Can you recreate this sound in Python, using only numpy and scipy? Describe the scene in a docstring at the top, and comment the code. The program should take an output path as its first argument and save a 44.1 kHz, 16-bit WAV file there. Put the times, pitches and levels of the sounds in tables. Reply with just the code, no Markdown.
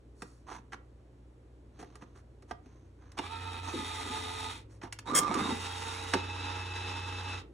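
"""A small quiet room, a stereo microphone close to an electric time clock: a paper card taps and rubs first.
A geared motor then starts and draws the card in, as summed gear tones over the rattle of random tooth impacts.
After it stops, a carriage whines and rattles, and needles strike one short burst of print on a rapid beat.
The motor pushes the card back out, with a loud clack of filtered noise and ringing case modes on the way.
Mains hum and dull room tone lie underneath; a faint rising drone joins them for part of the time."""
import sys
import numpy as np
from scipy import signal
from scipy.fft import rfft, irfft, next_fast_len
from scipy.io import wavfile

SR = 44100
rng = np.random.default_rng(int(sys.argv[2]) if len(sys.argv) > 2 else 0)


def materialize(psi):
    """Save the field psi as 16-bit PCM at rate SR to the path in sys.argv[1].

    A 1-D psi becomes a single channel; in a 2-D psi each row is a channel.
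    """
    bounded = np.clip(np.atleast_2d(psi).T, -1, 1)
    quanta = np.round(bounded * 32767).astype(np.int16)
    wavfile.write(sys.argv[1], SR, quanta)


N = 332073
TIME = np.arange(N) / SR

# gear tones, card going in and coming out, before the overall tone level: (multiple of shaft speed [ratio],
# level running free [dB], level with card gripped [dB], swell per unit of roller tightness [dB])
GEAR_TONES_IN = [(3.02, -15, -11, 0), (5, -14, -4, 0), (8.33, -15, -21, 0), (10, -.5, -2, 3.5),
                 (13.16, -9, -22, 0), (14.15, -6, 0, 0), (15, -6, -20, 0), (17.9, -16, -24, 0),
                 (20.05, -17, -19, 0), (22.65, -26, -13, 2), (28.36, -10, -16, 0), (41.1, -17, -16, 0),
                 (42.52, -8, -4.5, 0)]
GEAR_TONES_OUT = [(3.03, -9, -12, 0), (3.98, -12, -20, 0), (4.98, -8, -4.5, 0), (9.12, -1, -5.5, 1),
                  (10, -3, -3.5, 2), (13.5, -12, -16, 0), (14.32, -8, -16, 0), (15.26, -19, -8.5, 0),
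                  (17.67, -10, -18, 0), (20.42, -15, -15, 0), (22.35, -21, -10, 0), (28.31, -4.5, -19, 0),
                  (29.72, -13, -19, 0), (38.85, -12, -20, 0), (41.2, -19, -10, 0), (42.58, -5, -3.5, 0),
                  (49.25, -20, -18, 0), (57.67, -18, -24, 0)]
# colour of the gear rattle in each direction: (frequency [Hz], relative level [dB])
RATTLE_COLOUR_IN = [(150, -31), (580, -14), (760, -4.5), (900, 4), (1080, -11), (1300, -2), (1550, -9.5),
                    (1800, -9), (2030, -3.5), (2200, -10), (2450, -4), (2820, -10), (3750, -3),
                    (4500, -14.5), (5200, -15), (7000, -47)]
RATTLE_COLOUR_OUT = [(150, -26.5), (600, -11.5), (760, -6.5), (880, 1), (1030, -4), (1300, -2),
                     (1750, -8.5), (1950, -5.5), (2200, -10.5), (2720, -4), (2950, -8.5), (3400, -9.5),
                     (3650, -3), (4400, -17.5), (4950, -10), (5370, -13), (5700, -20.5), (6500, -16.5),
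                     (12000, -63)]
# speed of the motor shaft in each direction: (time [s], turns per second [Hz])
SHAFT_SPEED_IN = [(3.18, 78), (3.26, 83), (3.32, 90.4), (3.72, 90), (3.82, 87.2), (4.3, 87.2), (4.36, 88),
                  (4.5, 87.9), (4.65, 82)]
SHAFT_SPEED_OUT = [(5.33, 82), (5.45, 88.2), (5.6, 89.5), (6, 91), (6.13, 90.9), (6.2, 91.8), (7.36, 92.3),
                   (7.45, 88)]
# colour of the sliding card, also of bright impact edges: (frequency [Hz], relative level [dB])
SLIDE_COLOUR = [(2500, -34), (4400, 4.5), (5000, 3), (6400, 2.5), (8000, 1), (10000, 4), (11500, -9.5),
                (15500, -11)]
# colour of the rumbling case, also of impact thuds: (frequency [Hz], relative level [dB])
RUMBLE_COLOUR = [(90, -31), (160, -1.5), (205, -2.5), (270, 2), (350, 2), (440, -3), (520, -6), (640, -24),
                 (1200, -46)]
# the rollers hold the card between these times; its edge starts to scrape in the guide a little sooner
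GRIP_S, RELEASE_S, SCRAPE_S, GRIP_RAMP_S = 3.72, 6.13, 3.607, 0.017
SCRAPE_RAMP_S, SCRAPE_DB = 0.14, 8.5  # how fast and how much the sliding hiss grows
# the feed roller turns at this share of the shaft speed; one tight spot passes at this time
ROLLER_SHARE, ROLLER_TIGHT_S = .07, 3.98
GEAR_RISE_S, HUM_RISE_S, RUMBLE_FADE_S = 0.057, 0.18, 0.59


def feed(tones, gears, on_s, off_s, coast_s, speeds, strain_db, tones_db, rattle_db, slide_db, rumble_db,
         hum_db, hum_held_db, throb, flutter, backlash):
    """A small motor and gear train hum, mesh and rattle; the gripped card shifts the tones and strains the gears."""
    grip = ramp(GRIP_S, GRIP_RAMP_S) - ramp(RELEASE_S, GRIP_RAMP_S)
    scrape = ramp(SCRAPE_S, SCRAPE_RAMP_S) - ramp(RELEASE_S, GRIP_RAMP_S)
    speed = np.interp(TIME, *np.transpose(speeds))
    turns = np.cumsum(speed * (1 + flutter * wander(21.9))) / SR
    shaft = 2 * np.pi * turns

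    # the teeth press harder once and twice a shaft turn and once a turn of the slower idler wheel
    load = 1 + throb * np.cos(shaft) + 0.047 * np.cos(2 * shaft)
    load = load + 0.12 * np.cos(shaft * .208) + 0.14 * wander(20)

    # play between the teeth jitters the wheels, which smears the high tones most
    angle = shaft + backlash * wander(80) + .006 * wander(250)
    roller = 2 * np.pi * ROLLER_SHARE * (turns - np.interp(ROLLER_TIGHT_S, TIME, turns))
    tight = np.cos(roller) + .5 * np.cos(2 * roller)
    mesh = np.zeros(N)
    for multiple, free_db, held_db, swell_db in tones:
        level = amp(free_db + grip * (held_db - free_db) + swell_db * tight)
        mesh += level * (1 + 0.36 * wander(44)) * np.sin(multiple * angle)

    running = gate(on_s, off_s, GEAR_RISE_S, coast_s)
    song = amp(tones_db) * np.sqrt(2) * mesh * running ** 3  # coasting gears rattle but hardly sing
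    rattle = amp(rattle_db) * chatter(6000, 1.34, gears, apart=0.58)
    paper = amp(slide_db + SCRAPE_DB * scrape) * chatter(12000, 0.41, SLIDE_COLOUR, apart=0.039)
    gears_and_card = running * load * (song + amp(strain_db * grip) * rattle + paper)

    rumble_swell = gate(on_s, off_s, GEAR_RISE_S, RUMBLE_FADE_S)
    rumble = amp(rumble_db) * rumble_swell * colour(noise() * load, RUMBLE_COLOUR)
    hum_swell = gate(on_s, off_s, HUM_RISE_S, coast_s)
    hum = amp(hum_db + hum_held_db * grip) * hum_swell * np.sqrt(2) * np.sin(shaft)
    return gears_and_card + rumble + hum


# print carriage, out and back: (time [s], pitch of its drive [Hz], level of the whine [dB])
CARRIAGE_WHINE = [(5.05, 900, -46), (5.075, 930, -43), (5.087, 960, -37), (5.098, 1100, -47),
                  (5.112, 1190, -37), (5.128, 1290, -40), (5.143, 1225, -31), (5.16, 1192, -33),
                  (5.27, 1194, -32.5), (5.295, 1175, -37), (5.308, 1215, -43), (5.335, 1285, -39),
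                  (5.356, 1195, -32), (5.372, 1130, -42), (5.39, 1200, -36), (5.408, 1235, -38),
                  (5.425, 1200, -48), (5.47, 1080, -47), (5.5, 950, -45), (5.512, 900, -31),
                  (5.53, 880, -40)]
# colour of the carriage rattle: (frequency [Hz], relative level [dB])
CARRIAGE_COLOUR = [(300, -11), (600, -6.5), (950, 3), (1250, 0.5), (1600, -9.5), (2200, -10), (3000, -21),
                   (3750, -11), (4500, -18), (6500, -21), (10000, -24.5), (11800, -43), (15500, -47)]
CARRIAGE_START_S, CARRIAGE_STOP_S, CARRIAGE_RISE_S, CARRIAGE_FALL_S = 5.04, 5.515, 0.06, 0.03
CARRIAGE_SHAKE_S, CARRIAGE_RATTLE_DB, CARRIAGE_RUMBLE_DB = 0.05, -40.3, -45


def carriage():
    """The drive whines up to speed, holds steady under the print and wavers home, shaking the carriage."""
    times, hz, db = np.transpose(CARRIAGE_WHINE)
    turns = np.cumsum(np.interp(TIME, times, hz) * (1 + 0.014 * wander(130))) / SR
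    teeth = 1 + 0.25 * np.cos(2 * np.pi * turns / 8) + 0.24 * wander(160)
    whine = amp(np.interp(TIME, times, db)) * np.sqrt(2) * np.sin(2 * np.pi * turns)
    rattle = amp(CARRIAGE_RATTLE_DB) * chatter(1200, 1.3, CARRIAGE_COLOUR, apart=0.53)
    rumble = amp(CARRIAGE_RUMBLE_DB) * chatter(900, 0.82, RUMBLE_COLOUR, apart=0.045)
    shaking = np.sqrt(ramp(CARRIAGE_START_S, CARRIAGE_SHAKE_S))
    moving = gate(CARRIAGE_START_S, CARRIAGE_STOP_S, CARRIAGE_RISE_S, CARRIAGE_FALL_S)
    return moving * teeth * (whine + shaking * (rattle + rumble))


# colour of needles and platen: (frequency [Hz], relative level [dB])
HEAD_COLOUR = [(60, -48), (200, -12), (400, -7), (520, 9), (750, -10.5), (1050, 1), (2100, -1),
               (2800, -11.5), (3250, 0), (3900, -15), (5000, -1), (5700, -4.5), (6900, 2.5), (7500, -2.5),
               (9400, 4), (11500, -3.5), (15500, -7.5)]
NEEDLE_HZ = 1067
PRINT_START_S, PRINT_STOP_S, PRINT_RISE_S, PRINT_FALL_S, PRINT_DB = 5.147, 5.19, 0.006, 0.016, -22.7


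def needles():
    """Needles fire on a slightly unsteady beat with varying strength, and chatter as they rebound."""
    beat = np.diff(np.floor(TIME * NEEDLE_HZ + 0.07 * wander(200)), prepend=0)
    strength = 1 + 0.58 * np.cos(2 * np.pi * TIME * NEEDLE_HZ / 3) + 0.74 * noise()
    t = np.arange(SR // 100) / SR
    housing = noise(len(t)) * amp(-60 * t / 0.016)  # each strike scatters inside the housing
    strikes = unit(signal.oaconvolve(beat * strength, housing)[:N])
    rebound = 0.93 * grains(12000, 0.63)
    burst = gate(PRINT_START_S, PRINT_STOP_S, PRINT_RISE_S, PRINT_FALL_S)
    return amp(PRINT_DB) * burst * colour(strikes + rebound, HEAD_COLOUR)


# the card tapping the case: (time [s], level [dB], thud above a -23 dB base [dB], brightness [dB],
# card ring [dB], centre of the modes it wakes [Hz])
CARD_TAPS = [(0.22, -37.5, 2.5, -3, -3, 1110), (0.47, -61, -2, -12, 4, 1150),
             (0.485, -51.5, 3, -16, 7, 1100), (0.515, -46, -2, -16, 5, 1000),
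             (0.721, -49, -7, -10, 3, 1600), (0.731, -40.5, -5, -11, 1.5, 1390),
             (1.793, -53, 11, -8, 3, 900), (1.803, -50, 10, -10, -4, 450), (1.826, -46.5, 8, -13, 3.5, 830),
             (1.844, -57, 6, -7, 0, 1400), (1.954, -51, 2, 1.5, 1, 1200), (2.021, -51, 7, -11, 4.5, 1110),
             (2.423, -55.5, 7, -2, -2, 1200), (2.51, -36.5, -1, -13.5, 5, 930),
             (2.659, -59, 15.5, -7, 3, 600), (3.021, -61.5, 5, -14, 4, 980),
             (4.815, -45, -10, -16, -3, 2000)]
# light, sharp ticks of switches and pawls: (time [s], level [dB])
SWITCH_TICKS = [(3.118, -51.5), (4.925, -32), (4.988, -36.5), (5.341, -30.5)]
# heavy clacks of the mechanism: (time [s], level [dB], thud above a -23 dB base [dB], case ring [dB],
# centre of the modes it wakes [Hz])
MECHANISM_CLACKS = [(3.177, -36, -10, -3, 1300), (3.187, -28.5, -1, 0, 2450), (3.19, -41.5, -18, 14, 884),
                    (4.833, -40, 7.5, 3.5, 870), (4.843, -49, -5, 9, 1000), (4.856, -53.5, 2, 11.5, 910),
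                    (4.873, -55, -9, 11, 800), (5.309, -42, 6, 17, 710), (5.353, -34.5, 3, 2, 1200),
                    (5.451, -40, 3, 7, 900), (5.506, -42.5, 7, 8.5, 900), (6.133, -33.5, -12, 5, 1200),
                    (6.1363, -18, -4, -1.5, 950), (6.1419, -30, 5, 3, 350)]
# modes of the stiff card struck on its edge: (frequency [Hz], relative level [dB], t60 [s])
CARD_EDGE_MODES = [(447, 7, 0.05), (694, 2, .06), (757, 2.5, .06), (879, -3.5, 0.071), (975, -8.5, 0.058),
                   (1206, 3.5, 0.043), (1350, -2, 0.044), (1613, 0.5, 0.055), (1930, 3.5, 0.046),
                   (3085, 2.5, .035)]
# modes of the plastic case: (frequency [Hz], relative level [dB], t60 [s])
CASE_MODES = [(191, -1, 0.14), (286.6, -0.5, 0.19), (366.6, 3, 0.11), (693, -2, 0.053), (800, -7, 0.06),
              (884, 1, 0.051), (944, -4.5, 0.058), (1182, 0, 0.032), (1332, -2.5, 0.041), (1367, -6, 0.044),
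              (1556, -10, 0.03), (1835, -15, .04), (2100, -6, 0.045), (2826, 3, 0.035), (3620, 2, 0.026)]


def clicks():
    """Taps wake the modes of the card; switch ticks and mechanism clacks wake those of the case."""
    out = np.zeros(N)
    for s, db, thud_db, bright_db, ring_db, centre_hz in CARD_TAPS:
        add(out, s, blow(db, thud_db, bright_db, ring_db, centre_hz, t60=0.04, modes=CARD_EDGE_MODES))
    for s, db in SWITCH_TICKS:
        add(out, s, blow(db, thud_db=-20.0, bright_db=0.5, ring_db=-11.5, centre_hz=2200, t60=0.031,
                         modes=CASE_MODES))
    for s, db, thud_db, ring_db, centre_hz in MECHANISM_CLACKS:
        add(out, s, blow(db, thud_db, bright_db=-11.5, ring_db=ring_db, centre_hz=centre_hz, t60=0.043,
                         modes=CASE_MODES))
    return out


# colour of the clatter in each blow: (frequency [Hz], relative level [dB])
CRACK_COLOUR = [(300, -34), (700, -5), (1300, 1.5), (2700, -4), (4000, -10), (5500, -8), (11000, -56.5)]


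def blow(db, thud_db, bright_db, ring_db, centre_hz, t60, modes):
    """A short clatter with a bright edge, a low thud and the ring of what was struck."""
    t = np.arange(SR // 3) / SR
    burst = amp(-60 * t / t60) * (1 - np.exp(-t / 0.001))
    edge = amp(bright_db) * colour(noise(len(t)), SLIDE_COLOUR)
    crack = burst * (colour(noise(len(t)), CRACK_COLOUR) + edge)
    thud = colour(noise(len(t)) * amp(-60 * t / 0.12), RUMBLE_COLOUR)
    ring = np.zeros(len(t))
    for hz, mode_db, decay in modes:
        # where the blow lands decides which modes ring most
        off_centre_db = 11.8 * abs(np.log2(hz / centre_hz))
        level = amp(mode_db - off_centre_db - 60 * t / decay)
        ring += level * np.sin(2 * np.pi * (hz * t + rng.random()))
    ring *= 1 - np.exp(-t / 0.0017)
    return amp(db) * (0.84 * crack + amp(thud_db - 23) * thud + amp(ring_db) * ring)


# dull knocks of the case: (time [s], level [dB], pitch [Hz])
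CASE_KNOCKS = [(.588, -43, 225), (2.024, -41, 190), (3.738, -22, 345), (3.755, -25, 268), (3.79, -29, 235),
               (3.823, -29, 270), (4.057, -35, 272), (4.102, -30, 258), (5.122, -20.5, 272),
               (5.296, -22.5, 205), (5.316, -24, 275), (5.351, -23.5, 330), (5.369, -19.5, 268),
               (5.392, -25, 300), (5.415, -21, 210), (5.45, -26, 230), (5.487, -22.5, 285),
               (5.522, -21.5, 232), (6.139, -26, 185), (6.141, -17.5, 405)]
KNOCK_RISE_S, KNOCK_DECAY_S, KNOCK_UPPER_RATIO, KNOCK_UPPER_DB = 0.0043, 0.063, 1.42, -10.5


def knocks():
    """Dull knocks: a panel of the case swings a few times in two modes and stops."""
    out, t = np.zeros(N), np.arange(SR // 5) / SR
    for s, db, hz in CASE_KNOCKS:
        upper = amp(KNOCK_UPPER_DB) * np.sin(2 * np.pi * KNOCK_UPPER_RATIO * hz * t)
        swing = np.sin(2 * np.pi * hz * t) + upper
        add(out, s, amp(db - 60 * t / KNOCK_DECAY_S) * (1 - np.exp(-t / KNOCK_RISE_S)) * swing)
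    return out


# sudden loads that set the case rumbling: (time [s], level [dB])
LOAD_JOLTS = [(3.736, -40), (4.05, -49), (4.11, -53), (5.115, -32.5), (5.364, -33.5), (5.495, -39.5),
              (6.145, -42)]
JOLT_RISE_S, JOLT_DECAY_S = 0.023, 0.42  # the decay is a t60


def jolts():
    """Each sudden load shakes the case, which rumbles and settles."""
    shake = np.zeros(N)
    for s, db in LOAD_JOLTS:
        shake += ramp(s, JOLT_RISE_S) * amp(db - 60 * np.maximum(TIME - s, 0) / JOLT_DECAY_S)
    return shake * chatter(2500, 0.38, RUMBLE_COLOUR, apart=0.081)


# raspy squeaks of the carriage and the outgoing card: (start [s], length [s], from [Hz], to [Hz],
# level before a 3 dB cut [dB])
SLIP_SQUEAKS = [(5.068, .04, 3800, 3900, -43), (5.205, .085, 5800, 5200, -53),
                (5.265, .06, 2550, 2050, -44), (5.385, .05, 2030, 1970, -44), (5.405, .05, 1660, 1620, -44),
                (5.42, .08, 3700, 3800, -39), (5.68, .1, 3350, 3200, -50), (5.91, .12, 1950, 2650, -51)]
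SQUEAK_WIDTH_HZ = 130  # rate of the random slips, which widens the tone


def squeaks():
    """The carriage on its rail and the card in its guide slip unevenly, sounding a narrow, gliding resonance."""
    out = np.zeros(N)
    for s, length, from_hz, to_hz, db in SLIP_SQUEAKS:
        along = np.arange(0, length, 1 / SR) / length
        glide_hz = from_hz + (to_hz - from_hz) * along
        turn = np.exp(2j * np.pi * np.cumsum(glide_hz) / SR)
        slips = (wander(SQUEAK_WIDTH_HZ) + 1j * wander(SQUEAK_WIDTH_HZ))[:len(along)]
        add(out, s, amp(db) * np.sin(np.pi * along) * unit((slips * turn).real) / np.sqrt(2))
    return out


# the card rubbing on glove and slot: (start [s], length [s], share spent swelling [ratio], level [dB],
# paper hiss before a 4 dB cut [dB], favoured pitch [Hz])
CARD_RUBS = [(0.138, 0.36, 0.22, -72, -65, 1500), (0.458, 0.16, 0.39, -45, -59, 1110),
             (0.712, .04, 0.81, -43, -59, 1460), (1.728, 0.57, 0.075, -67.5, -81, 3800),
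             (1.785, 0.063, 0.29, -51.5, -59, 450), (2.006, 0.049, .24, -57, -71, 1300),
             (2.143, 0.084, 0.28, -62, -67.5, 1500), (2.474, 0.066, .45, -61, -65, 1000),
             (2.62, 0.34, 0.14, -69.5, -89, 6300), (2.949, .42, .24, -68, -94, 1500),
             (3.168, 0.044, 0.26, -42.5, -52, 890), (3.613, .14, 0.55, -46.5, -62, 6300),
             (4.689, 0.12, 0.22, -67.5, -66, 2040), (4.81, 0.08, 0.22, -51, -64, 1710),
             (5.911, 0.2, 0.68, -51, -66, 2300)]
# colour of the stiff card: (frequency [Hz], relative level [dB])
CARD_COLOUR = [(60, -34), (300, 4.5), (550, -8), (800, 3), (1100, 2.5), (1500, -3), (1900, -7),
               (2800, -12.5), (4400, -14), (5700, -18.5), (6250, -5), (6800, -22), (10000, -39),
               (15500, -37)]
RUB_FOCUS_DB = 4.5  # how strongly a stroke favours its own pitch


def rubs():
    """Paper fibres catch and slip, sounding the stiff card around one pitch; each stroke swells and fades."""
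    body, hiss = np.zeros((2, N))
    hz = np.geomspace(50, SR / 2, 200)
    for start, length, peak, db, hiss_db, centre_hz in CARD_RUBS:
        along = np.arange(0, length, 1 / SR) / length
        stroke = np.sin(np.interp(along, [0, peak, 1], [0, np.pi / 2, 0])) ** 1.6
        focus = RUB_FOCUS_DB * np.exp(-(np.log2(hz / centre_hz) / 0.56) ** 2)
        spectrum = np.transpose([hz, read(CARD_COLOUR, hz) + focus])
        fibres = colour(grains(2500, 1.6)[:len(stroke)], spectrum)
        add(body, start, amp(db) * stroke * fibres)
        add(hiss, start, amp(hiss_db) * stroke)
    catching = amp(1.3 * wander(59))
    return catching * body + amp(-4) * hiss * colour(grains(8000, 1.1), SLIDE_COLOUR)


# mains hum: (frequency [Hz], level [dB])
MAINS_HUM = [(60, -58), (120, -63.5)]
# colour of the room tone: (frequency [Hz], relative level [dB])
ROOM_COLOUR = [(25, -26), (45, 1), (90, 0.5), (160, -11.5), (300, -3), (450, -9.5), (700, -21),
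               (1200, -30.5), (2500, -40.5), (5000, -41.5), (10000, -40.5), (15000, -55.5)]
# a faint low drone that slowly rises, perhaps an engine far outside
DRONE_START_S, DRONE_STOP_S, DRONE_RISE_S, DRONE_FALL_S = 1.5, 5.3, 1, 0.44
DRONE_HZ, DRONE_HZ_PER_S, DRONE_DB, DRONE_DB_PER_S = 79.5, 7.8, -64, 2.5  # pitch and level from the start


def background():
    """Steady sines of mains hum, dull room tone of filtered noise and a faint gliding drone from outside."""
    hum = np.zeros(N)
    for hz, db in MAINS_HUM:
        hum += amp(db) * np.sqrt(2) * np.sin(2 * np.pi * (hz * TIME + rng.random()))
    age = TIME - DRONE_START_S
    present = gate(DRONE_START_S, DRONE_STOP_S, DRONE_RISE_S, DRONE_FALL_S)
    swell = amp(DRONE_DB + DRONE_DB_PER_S * age) * present
    drone_turns = np.cumsum(DRONE_HZ + DRONE_HZ_PER_S * age) / SR
    drone = swell * np.sqrt(2) * np.sin(2 * np.pi * drone_turns)
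    return hum + drone + amp(-60) * colour(noise(), ROOM_COLOUR)


# reverberation of the small room: (frequency [Hz], t60 [s])
ROOM_T60 = [(150, 0.34), (400, 0.5), (900, 0.3), (2500, 0.24), (10000, 0.093)]


def room(x):
    """A short diffuse tail of decaying noise, different at each microphone port."""
    hz, t, z = signal.stft(rng.standard_normal((2, SR // 2)), SR, nperseg=256)
    decay = amp(-60 * t / read(ROOM_T60, hz)[:, None])
    onset = 1 - np.exp(-t / 0.002)
    low_cut = (hz ** 2 / (hz ** 2 + 400 ** 2))[:, None]
    tail = signal.istft(z * decay * onset * low_cut, SR)[1]
    return signal.fftconvolve(x[None], tail / np.linalg.norm(tail[0]), axes=1)[:, :N]


def amp(db):
    """Decibels to gain."""
    return np.exp(np.asarray(db) * (np.log(10) / 20))


def unit(x):
    """Scales to an rms of one."""
    return x / np.sqrt(np.mean(x ** 2) + 1e-20)


def read(points, hz):
    """Reads a table on a log-frequency axis."""
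    f, value = np.transpose(points)
    return np.interp(np.log(hz + 1), np.log(np.abs(f) + 1), value)


def add(mix, s, sound):
    """Mixes a sound in at time s."""
    part = mix[round(s * SR):][:len(sound)]
    part += sound[:len(part)]


def colour(x, spectrum, size=4096):
    """Rings x through a causal (minimum-phase) filter with this spectrum; rms one."""
    log_gain = np.log(amp(read(spectrum, np.abs(np.fft.fftfreq(size, 1 / SR)))))
    taps = np.fft.ifft(np.exp(np.conj(signal.hilbert(log_gain)))).real[:size // 2]
    return unit(signal.oaconvolve(x, taps)[:len(x)])


def noise(size=N):
    """White noise."""
    return rng.standard_normal(size)


def wander(hz, size=32):
    """Slow chance that fades out above a rate, drawn once every size samples; rms one."""
    count = next_fast_len(N // size + 2)
    low_pass = 1 / (1 + (np.fft.rfftfreq(count, size / SR) / hz) ** 2) ** 2
    slow = irfft(rfft(noise(count)) * low_pass, count)
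    return unit(np.interp(TIME, np.arange(count) * size / SR, slow))


def grains(per_s, spread_db):
    """Tiny random impacts of uneven size; rms one."""
    at = np.flatnonzero(rng.random(N) < per_s / SR)
    sign, weight = noise(), rng.exponential(1, N)
    out = np.zeros(N)
    out[at] = sign[at] * amp(spread_db * np.minimum(weight[at], 4))
    return unit(out)


def chatter(per_s, spread_db, spectrum, apart):
    """Grains from all over the case: most reach both ports alike, a share reaches each on its own."""
    shared = grains(per_s, spread_db)
    return np.array([colour(shared + apart * grains(per_s, spread_db), spectrum) for port in range(2)])


def ramp(start, length):
    """Goes from zero to one over length seconds."""
    return np.clip((TIME - start) / length, 0, 1)


def gate(start, stop, rise, fall):
    """Attack from start, hold until stop, then release."""
    return ramp(start, rise) * (1 - ramp(stop, fall)) ** 1.6


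def scene():
    """Card, motor, print and clicks close by, with their tail in the small room."""
    card_in = feed(GEAR_TONES_IN, RATTLE_COLOUR_IN, on_s=3.18, off_s=4.493, coast_s=0.16,
                   speeds=SHAFT_SPEED_IN, strain_db=4.5, tones_db=-48.2, rattle_db=-48, slide_db=-58.5,
                   rumble_db=-57, hum_db=-45.5, hum_held_db=-3.5, throb=0.11, flutter=0.002, backlash=0.004)
    card_out = feed(GEAR_TONES_OUT, RATTLE_COLOUR_OUT, on_s=5.33, off_s=7.385, coast_s=0.056,
                    speeds=SHAFT_SPEED_OUT, strain_db=1, tones_db=-49.5, rattle_db=-44.5, slide_db=-59.0,
                    rumble_db=-56.0, hum_db=-42.5, hum_held_db=-3.5, throb=0.03, flutter=0.0014,
                    backlash=0.003)
    machine = card_in + card_out + carriage() + jolts() + knocks() + squeaks()
    sharp = needles() + rubs() + clicks()
    tail = room(amp(-9.5) * machine.mean(0) + amp(-12.0) * sharp)
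    return machine + sharp + background() + tail


# level balance of the two microphone ports: (frequency [Hz], left minus right [dB])
PORT_LEVELS = [(100, 0), (480, 0), (720, -7), (950, -10), (1220, -11), (1500, -3), (2200, 1.5), (3300, 0),
               (6000, 0)]
# phase between the ports: (frequency [Hz], lead of the left [rad])
PORT_LEAD = [(200, 0), (600, -.9), (950, -.3), (1250, 1.1), (1800, .1), (3400, .4), (4100, -.7),
             (5000, -3.2), (5500, -6.1), (6600, -6.4), (10000, -8.3), (12500, -9.4), (15500, -9.9)]
# colour of the microphone hiss: (frequency [Hz], relative level [dB])
HISS_COLOUR = [(500, 21.5), (3000, 4), (5000, -2.5), (10000, -23), (15000, -17.5)]
EDGE_HZ = 15900  # upper band limit


def record(dry):
    """The port pair tilts level and phase between the ears, each capsule adds its hiss; then the band limit."""
    size = next_fast_len(N + SR)
    hz = np.fft.rfftfreq(size, 1 / SR)
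    tilt, lead = amp(read(PORT_LEVELS, hz)), read(PORT_LEAD, hz)
    bass_cut = 1 / np.sqrt(1 + (36 / (hz + 1)) ** 8)
    equal_power = np.sqrt(2 / (1 + tilt ** 2))
    ports = np.array([tilt, np.exp(-1j * lead)]) * equal_power * bass_cut
    hiss = amp(-69.5) * np.array([colour(noise(), HISS_COLOUR), colour(noise(), HISS_COLOUR)])
    heard = irfft(rfft(dry, size) * ports, size)[:, :N] + hiss
    band_limit = signal.firwin(511, EDGE_HZ, window=("kaiser", 9), fs=SR)
    return signal.oaconvolve(heard, band_limit[None], "same")


dry = scene()
out = record(dry)
materialize(out)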